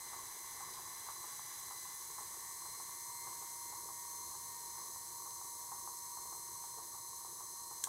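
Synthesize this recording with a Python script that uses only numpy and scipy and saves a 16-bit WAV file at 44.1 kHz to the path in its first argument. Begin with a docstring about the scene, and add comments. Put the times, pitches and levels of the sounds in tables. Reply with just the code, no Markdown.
"""On a kitchen counter, a stand mixer creams soft dough in a glass bowl, heard in mono from a spot
that edges closer. The motor's fan and spinning contacts whine, its brushes hiss and its vents blow air.
The gears chatter, the dough churns and the counter rumbles. The beater knocks the gears as it hits
the dough, and a few crumbs tick on the glass. At the very end the speed lever clicks and the motor
starts to slow."""
import sys
import numpy as np
from scipy import signal
from scipy.fft import rfft, irfft
from scipy.io import wavfile
from scipy.ndimage import uniform_filter1d, map_coordinates

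SR = 44100
rng = np.random.default_rng(int(sys.argv[2]) if len(sys.argv) > 2 else 0)


def store_pcm(level_fs):
    """Save levels as 16-bit WAV."""
    pcm = np.round(np.clip(level_fs, -1, 1) * 32767).astype(np.int16)
    wavfile.write(sys.argv[1], SR, np.atleast_2d(pcm).T)


N = 347508
TIME = np.arange(N) / SR
FAN_BLADES, BARS = 10, 22  # bars: the spinning contacts that the motor's brushes rub on
RIPPLE_HZ = 120  # pulse rate of the mains current
# shaft turns per orbit (one trip of the beater round the bowl) and per sweep of its edge along the glass
ORBIT_TURNS, SWEEP_TURNS = 47.8, 14.53

# how the motor's two hisses drift: time_s, brushes_db, air_db
HISS_LEVELS = [(0, -49.5, -71.5), (.8, -49.5, -72.5), (1.3, -48.5, -73.5), (2.2, -48, -74.5),
               (3.1, -48, -77), (4.3, -48, -78), (6.2, -48.5, -80.5), (7.4, -49.5, -82), (7.88, -49, -81)]
# slow change of the load as the dough loosens: time_s, gears_db, dough_db
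LOAD_LEVELS = [(0, -58.3, -69), (.7, -57.5, -70), (1.2, -58, -70.5), (1.8, -60, -74), (2.6, -58.5, -70.5),
               (3.8, -59.5, -70.5), (4.9, -59.5, -69.5), (5.8, -59.8, -71), (6.8, -60.2, -69.5),
               (7.88, -60, -71)]
# the speed lever scrapes over its notch and snaps in: start_s, peak_db
LEVER_CLICKS = [(7.8386, -24.5), (7.8396, -21), (7.8420, -28)]


def undb(db):
    """Turn decibels into a gain."""
    return 10 ** (np.asarray(db) / 20)


def curves(table):
    """Join a table's timed rows with straight lines: one curve per column after the time."""
    times, *columns = np.transpose(table)
    return [np.interp(TIME, times, column) for column in columns]


def wander(rate_hz):
    """A smooth random wobble around zero, about 1 in size."""
    hold = max(int(SR / rate_hz), 2)
    steps = np.repeat(rng.standard_normal(N // hold + 1), hold)
    return 1.322 * uniform_filter1d(uniform_filter1d(steps, hold), hold)[:N]


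def swell(cycles, peak_at):
    """A swing between -1 and 1 that peaks at the given place (0-1) in each cycle."""
    return np.cos(2 * np.pi * (cycles - peak_at))


def body(spectrum, resonances=(), size=8192):
    """How an object answers one sharp tap, given its smooth spectrum and its humps and dips."""
    freqs = np.maximum(np.fft.rfftfreq(size, 1 / SR), 1)
    hz, db = np.transpose(spectrum)
    db = np.interp(np.log(freqs), np.log(hz), db)
    db -= 40 * np.log10(np.maximum(freqs / hz[-1], 1))  # fade above the last point
    for centre, width, lift in resonances:
        db += lift / (1 + (2 * (freqs - centre) / width) ** 2)
    # folding the cepstrum puts all the ringing after the tap
    cepstrum = irfft(np.log(undb(db)))
    cepstrum[1:size // 2] *= 2
    cepstrum[size // 2 + 1:] = 0
    return irfft(np.exp(rfft(cepstrum)))


def ring(drive, response):
    """Let a signal set an object or a room ringing."""
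    return signal.fftconvolve(drive, response)[:N]


def unit(sound, band_hz=(0, SR / 2)):
    """Scale a sound so that its average strength (rms) within a band is 1."""
    freqs = np.fft.rfftfreq(N, 1 / SR)
    inside = rfft(sound)[(freqs >= band_hz[0]) & (freqs <= band_hz[1])]
    return sound * N / np.sqrt(2 * np.sum(abs(inside) ** 2))


def grains(per_s, spread_db):
    """Tiny random impacts of uneven size."""
    sizes = undb(spread_db * np.minimum(rng.exponential(size=N), 4))
    return unit((rng.random(N) < per_s / SR) * sizes * rng.choice([-1, 1], N))


def tail(fade_s, size=16384):
    """Dense echoes that build up in a few milliseconds and drop 60 dB in fade_s."""
    t = TIME[:size]
    onset = 1 - np.exp(-(t / 0.0033) ** 2)
    echoes = rng.standard_normal(size) * onset * undb(-60 * t / fade_s)
    return echoes / np.sqrt(np.sum(echoes ** 2))


def add(out, start_s, sound):
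    """Mix a sound in at a given time."""
    start = min(int(start_s * SR), N)
    out[start:start + len(sound)] += sound[:N - start]


def tone(cycles, waver_db):
    """A pure tone whose level wavers at random."""
    return np.sqrt(2) * np.sin(2 * np.pi * (cycles + rng.random())) * undb(waver_db * wander(7))


def mains(depth, overtone, lag=0):
    """The motor current swells twice in each cycle of the mains supply."""
    angle = 2 * np.pi * (RIPPLE_HZ * TIME + lag)
    return 1 + depth * (np.cos(angle) + overtone * np.sin(2 * angle))


def shaft_speed():
    """Turns per second: the motor sags once an orbit in thick dough and coasts after the lever clicks."""
    # the speed that the motor's governor holds: time_s, speed_hz
    held_speeds = [(0.0, 93.05), (0.2, 92.34), (0.56, 92.6), (0.68, 92.12), (1.04, 92.26), (1.16, 91.88),
                   (1.76, 91.82), (3.2, 94.62), (3.8, 94.67), (3.92, 94.98), (4.4, 95.04), (4.76, 94.08),
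                   (5.48, 94.65), (5.84, 95.49), (6.8, 94.4), (7.4, 93.78), (7.64, 94.58), (7.88, 93.59)]
    held_hz, = curves(held_speeds)
    orbits = np.cumsum(held_hz) / SR / ORBIT_TURNS
    sag_hz = 0.168 * swell(orbits, peak_at=0.606)
    coasting = np.exp(-np.maximum(TIME - LEVER_CLICKS[-1][0], 0) / 0.98)
    return (held_hz - sag_hz) * (1 + 0.0005 * wander(30)) * coasting


def fan_whine(shaft_hz, turns, orbits, near):
    """The fan blades sing one tone, which swells as the beater circles."""
    # the housing favours some pitches of the fan: pitch_hz, level_db
    fan_levels = [(917, -77), (920, -66), (925, -62.5), (931, -62.5), (937, -65.5), (941, -61), (946, -58),
                  (955, -57.5)]
    level_db = np.interp(FAN_BLADES * shaft_hz, *np.transpose(fan_levels))
    level_db += 0.7 * swell(orbits, peak_at=0.12) - 2.5 * (1 - near)
    return tone(FAN_BLADES * turns, waver_db=0.4) * undb(level_db)


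def bar_whine(turns, orbits):
    """The bars sing as they pass the brushes; the pulsing current adds tones on either side."""
    # the bar tone and its overtones: time_s, main_db, second_db, fourth_db, sixth_db
    bar_levels = [(0, -68, -65.5, -59, -70), (.9, -67, -62.5, -60, -64), (2.15, -70, -64.5, -58.5, -67),
                  (2.5, -68.5, -63.5, -59, -74), (3.2, -68, -64, -60.5, -63), (3.75, -71, -66, -64.5, -69),
                  (4.35, -75, -64, -61.5, -67), (4.8, -72.5, -64, -71, -68.5), (5.4, -78, -66.5, -63, -72),
                  (5.9, -77, -67, -61, -76), (6.4, -77.5, -64.5, -60, -68), (7.25, -80.5, -66, -65, -73),
                  (7.88, -79, -64, -62, -71)]
    # the bar tone and its side tones: ripple_steps, offset_db, fade_share (0-1)
    side_tones = [(-2, -4, 0.53), (-1, -6, 0.94), (0, 0, 1), (1, -8, 0.95), (2, -15, .9)]
    main_db, second_db, fourth_db, sixth_db = curves(bar_levels)
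    fade_db = main_db - main_db[0]
    circling_db = main_db[0] + 1.2 * swell(2 * orbits, peak_at=0.52) + 1.2 * wander(12)
    out = np.zeros(N)
    for steps, offset_db, fade_share in side_tones:
        cycles = BARS * turns + round(steps) * RIPPLE_HZ * TIME
        out += tone(cycles, waver_db=2.1) * undb(offset_db + circling_db + fade_share * fade_db)
    second_db += 1.2 * swell(orbits, peak_at=0.26)
    for multiple, level_db in ((2, second_db), (4, fourth_db), (6, sixth_db)):
        overtone = tone(multiple * BARS * turns, waver_db=1.45) * undb(level_db)
        out += overtone * mains(depth=0.26, overtone=0.6, lag=rng.random())
    return out


def uneven_whine(turns, near):
    """Uneven bars add thin tones at other multiples of the shaft speed."""
    # the extra tones: shaft_multiple, far_db, near_db, ripple_depth (0-1)
    extra_tones = [(9, -75, -86, .1), (15, -94, -85, .1), (32, -92, -90, .1), (35, -90, -88, .1),
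                   (38, -83, -88, .2), (41, -79, -79, .2), (43, -71.5, -77, .3), (45, -76, -79, .3),
                   (51, -80, -88, .2), (53, -73, -81, .2), (54, -70.5, -71, .2), (55, -78, -78, .2),
                   (56, -75, -82, .2), (60, -78, -76, .2), (62, -77, -77, .2), (65, -64.5, -70, .25),
                   (66, -64.5, -60, .25), (68, -65.5, -73, .3), (73, -75, -74, .2), (76, -73, -80, .3),
                   (84, -74, -65.5, .2), (100, -77, -74, .3), (109, -77, -68, .3), (110, -71, -66, .3),
                   (116, -75, -75, .3), (119, -80, -77, .2), (128, -85, -73, .3), (154, -80, -82, .3)]
    out = np.zeros(N)
    for multiple, far_db, near_db, depth in extra_tones:
        thin_tone = tone(multiple * turns, waver_db=2.0) * undb(far_db + near * (near_db - far_db))
        # each tone leaves the housing with its own delay
        out += thin_tone * mains(depth, overtone=0.51, lag=rng.random())
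    return out


def sparks(turns, spread_db):
    """Each bar sparks as it leaves a brush: a sudden burst of hiss that dies away."""
    decay_s = 0.0025
    leaving = np.diff(np.floor(BARS * turns), prepend=0)
    strength = leaving * undb(spread_db * np.clip(rng.standard_normal(N), -2, 2))
    energy = signal.lfilter([1], [1, -np.exp(-2 / (decay_s * SR))], strength ** 2)
    return unit(np.sqrt(energy) * rng.standard_normal(N))


def brushes(turns, size=512):
    """Carbon brushes scrape and spark, pulsing with the current and each turn, and ring the housing."""
    # tone colour of the brush hiss: pitch_hz, level_db
    hiss_spectrum = [(2600, -48.5), (3500, -21.5), (4200, -8.5), (5400, -5.5), (7000, -1), (8900, -4.5),
                     (10500, 0), (13000, -3.5), (14500, -7.5), (15600, -12)]
    # humps and dips of the motor housing: pitch_hz, width_hz, lift_db
    housing_rings = [(4052, 206, 10), (6267, 540, 10), (6450, 130, -2.5), (7000, 270, 2), (7400, 490, -2.5),
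                     (8050, 780, 6.5), (8830, 400, -3.5), (9470, 400, 5.5), (9770, 160, -7.5),
                     (10200, 890, 3), (10950, 170, 1), (11580, 300, -4.5), (12300, 790, 3.5),
                     (12660, 120, -4), (13980, 210, 3)]
    hiss_db, _ = curves(HISS_LEVELS)
    # the same scratches pass under the brush on every turn
    scratches = map_coordinates(rng.standard_normal(size), [turns % 1 * size], order=3, mode="grid-wrap")
    friction = sparks(turns, spread_db=2.0) + undb(-10.5) * scratches
    friction += undb(-5.5) * grains(per_s=3000, spread_db=1.5)
    lopsided = 1 + 0.03 * np.cos(2 * np.pi * turns)
    bouncing = 1 + 0.081 * np.cos(2 * np.pi * 7 * turns)  # seven bounces a turn
    drive = friction * mains(depth=0.018, overtone=0.88) * lopsided * bouncing
    hiss = ring(drive, body(hiss_spectrum, housing_rings))
    return unit(hiss, band_hz=(5000, 15000)) * undb(hiss_db - 1.5)


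def cooling_air():
    """The fan blows air through the vents of the motor head."""
    # tone colour of the rushing air: pitch_hz, level_db
    air_spectrum = [(500, -10.5), (1300, -3), (1550, 0.5), (1750, 2.5), (2200, 0.5), (2500, -10.5),
                    (3000, -6), (3600, -1), (5000, -22), (9000, -31.5)]
    _, air_db = curves(HISS_LEVELS)
    flow = rng.standard_normal(N) * mains(depth=0.1, overtone=0.14) * undb(1.3 * wander(15))
    return unit(ring(flow, body(air_spectrum)), band_hz=(2450, 3400)) * undb(air_db - 0.17)


def gear_chatter(turns, strain, near):
    """Loose teeth tap the gear case, which rings near 1000 Hz, louder when the gears strain."""
    # tone colour of the gear case: pitch_hz, level_db
    case_spectrum = [(450, -39), (690, -17.5), (800, -11.5), (900, -12), (990, 2.5), (1130, 3.5),
                     (1190, -7), (1270, -23), (1450, -32), (2200, -46.5)]
    # the side of the case, heard mostly from afar: pitch_hz, level_db
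    side_spectrum = [(250, -36.5), (345, -4), (400, -11), (520, -28), (690, -22), (790, 1), (880, -1),
                     (1000, -1), (1250, -7.5), (1500, -23.5), (2500, -45.5)]
    load_db, _ = curves(LOAD_LEVELS)
    bite = swell(turns / SWEEP_TURNS, peak_at=0.91)  # the beater's edge bites once a sweep
    gear_db = load_db + 0.8 * strain + 0.4 * bite + 0.78 * wander(20)
    taps = grains(per_s=520, spread_db=0.8) + undb(-5) * rng.standard_normal(N)
    taps *= undb(0.62 * wander(25))
    case = unit(ring(taps, body(case_spectrum)), band_hz=(1000, 1250))
    side = unit(ring(grains(per_s=700, spread_db=2.0), body(side_spectrum)))
    return case * undb(gear_db - 0.5) + side * undb(gear_db - 7.5 - 10 * near)


def dough_churn(squash):
    """The beater squashes dough against the bowl, which rings low."""
    # tone colour of the squashed dough: pitch_hz, level_db
    dough_spectrum = [(170, -13), (290, -12.5), (340, -3), (390, -4.5), (445, -2.5), (520, -8), (640, -8),
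                      (900, -13.5), (2000, -40.5)]
    # humps and dips of the bowl: pitch_hz, width_hz, lift_db
    bowl_rings = [(354, 39, 6), (420, 66, 1.5), (300, 28, -3), (546, 88, -0.5), (245, 30, 6.5)]
    _, load_db = curves(LOAD_LEVELS)
    dough_db = load_db + 1.7 * squash + 1.4 * wander(20)  # the dough lies differently on every pass
    squelches = grains(per_s=400, spread_db=3.0) + undb(-3.5) * rng.standard_normal(N)
    churn = ring(squelches, body(dough_spectrum, bowl_rings))
    return unit(churn, band_hz=(300, 500)) * undb(dough_db - 0.55)


def counter_rumble(squash):
    """The stand shakes the counter, a little harder when the dough is squashed."""
    # tone colour of the counter: pitch_hz, level_db
    counter_spectrum = [(20, -11), (32, -24), (48, -5), (63, -1.5), (115, 2), (170, -3.5), (220, -12),
                        (330, -10), (700, -42.5)]
    level_db = -71.8 + 0.7 * squash + wander(12)
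    shaking = grains(per_s=250, spread_db=1.0) + undb(-5) * rng.standard_normal(N)
    return unit(ring(shaking, body(counter_spectrum))) * undb(level_db)


def gear_knocks(strain, near):
    """The beater hits the dough and the slack in the gears snaps shut: a thump, then a short rattle."""
    # hits on the lump of dough: start_s, peak_db
    hits = [(0.133, -38), (0.607, -38), (0.774, -44), (1.087, -36), (1.242, -41), (1.394, -40.5),
            (1.710, -40.5), (2.184, -38.5), (2.345, -47), (2.657, -43.5), (2.800, -42), (3.271, -41.5),
            (3.424, -43), (3.726, -42.5), (3.888, -41.5), (4.342, -45), (4.782, -46.5), (4.960, -44),
            (5.260, -43), (5.414, -42.5), (5.718, -37.5), (5.875, -38.5), (6.173, -41.5), (6.327, -40.5),
            (6.639, -43), (6.785, -42.5), (6.946, -43.5), (7.248, -43.5), (7.407, -44), (7.712, -43),
            (7.872, -36.5)]
    # tone colour of the thumped gear case: pitch_hz, level_db
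    thump_spectrum = [(150, -33.5), (400, -22), (620, -17.5), (800, -1.5), (1080, 4), (1230, -5.5),
                      (1400, -14.5), (1750, -24.5), (2100, -31), (3000, -43), (8000, -61)]
    out = np.zeros(N)
    for start_s, peak_db in hits:
        upper_ring_db = 4 - 8.5 * np.interp(start_s, TIME, near)  # stronger from afar
        thump = body(thump_spectrum, [(1400, 230, upper_ring_db)])
        thump *= undb(peak_db) / abs(thump).max()
        add(out, start_s, thump)
        rattle_db = -2 + 1.5 * np.interp(start_s, TIME, strain)
        rattle = signal.fftconvolve(thump, tail(fade_s=0.18))
        add(out, start_s + 0.001026, undb(rattle_db) * rattle)
    return out


def crumb_ticks():
    """Crumbs flung off the beater tick against the glass bowl."""
    # crumbs landing: time_s, peak_db
    landings = [(.27, -50), (.737, -45), (5.306, -46)]
    # tone colour of the glass: pitch_hz, level_db
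    glass_spectrum = [(1500, -30), (3300, -8), (4300, -1), (5100, 2), (6200, -8), (10000, -22)]
    out = np.zeros(N)
    for time_s, peak_db in landings:
        tick = signal.fftconvolve(tail(fade_s=0.036), body(glass_spectrum))
        add(out, time_s - 0.003, undb(peak_db) * tick / abs(tick).max())
    return out


def speed_lever():
    """The metal lever snaps over its notch, its plate rings on and the kitchen echoes."""
    # tone colour of a click: pitch_hz, level_db
    click_spectrum = [(900, -53), (1650, -11.5), (2500, -26), (3400, -11), (5000, -15), (6500, -7.5),
                      (8300, -4), (10500, -13), (13000, -10), (16000, -15)]
    # ringing pitches of the lever: pitch_hz, width_hz, lift_db
    lever_rings = [(5800, 240, 12), (6590, 240, 9.4), (7550, 320, 9.6), (8670, 360, 8.3), (10500, 350, 3.9)]
    out = np.zeros(N)
    for start_s, peak_db in LEVER_CLICKS:
        contact = rng.standard_normal(N) * np.exp(-TIME / 0.0016)
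        click = ring(contact, body(click_spectrum, lever_rings))
        add(out, start_s, undb(peak_db) * click / abs(click).max())
    plate_hz, plate_fade_s, plate_db = 1630, 0.09, -54
    plate = np.sin(2 * np.pi * plate_hz * TIME) * undb(plate_db - 60 * TIME / plate_fade_s)
    add(out, LEVER_CLICKS[1][0], plate)
    return out + undb(-7.5) * ring(out, tail(fade_s=0.19))


def scene():
    """One shaft drives the motor sounds and the circling beater; both ears hear the same."""
    # the listening spot edges closer: time_s, nearness (0 far, 1 near)
    approach = [(0, 0), (2.0, 0.041), (3.2, 1), (7.88, 0.96)]
    near, = curves(approach)
    shaft_hz = shaft_speed()
    turns = np.cumsum(shaft_hz) / SR
    orbits = turns / ORBIT_TURNS
    # in each orbit the gears strain most just before the dough is squashed most
    strain, squash = swell(orbits, peak_at=0.34), swell(orbits, peak_at=0.41)
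    whine = fan_whine(shaft_hz, turns, orbits, near) + bar_whine(turns, orbits)
    motor = whine + uneven_whine(turns, near) + brushes(turns) + cooling_air()
    mixing = gear_chatter(turns, strain, near) + dough_churn(squash) + counter_rumble(squash)
    mono = motor + mixing + gear_knocks(strain, near) + crumb_ticks() + speed_lever()
    return np.array([mono, mono])


def record(dry):
    """Cut away the highest treble, above 15750 Hz."""
    return signal.sosfilt(signal.ellip(12, .1, 70, 15750, fs=SR, output="sos"), dry)


dry = scene()
out = record(dry)
store_pcm(out)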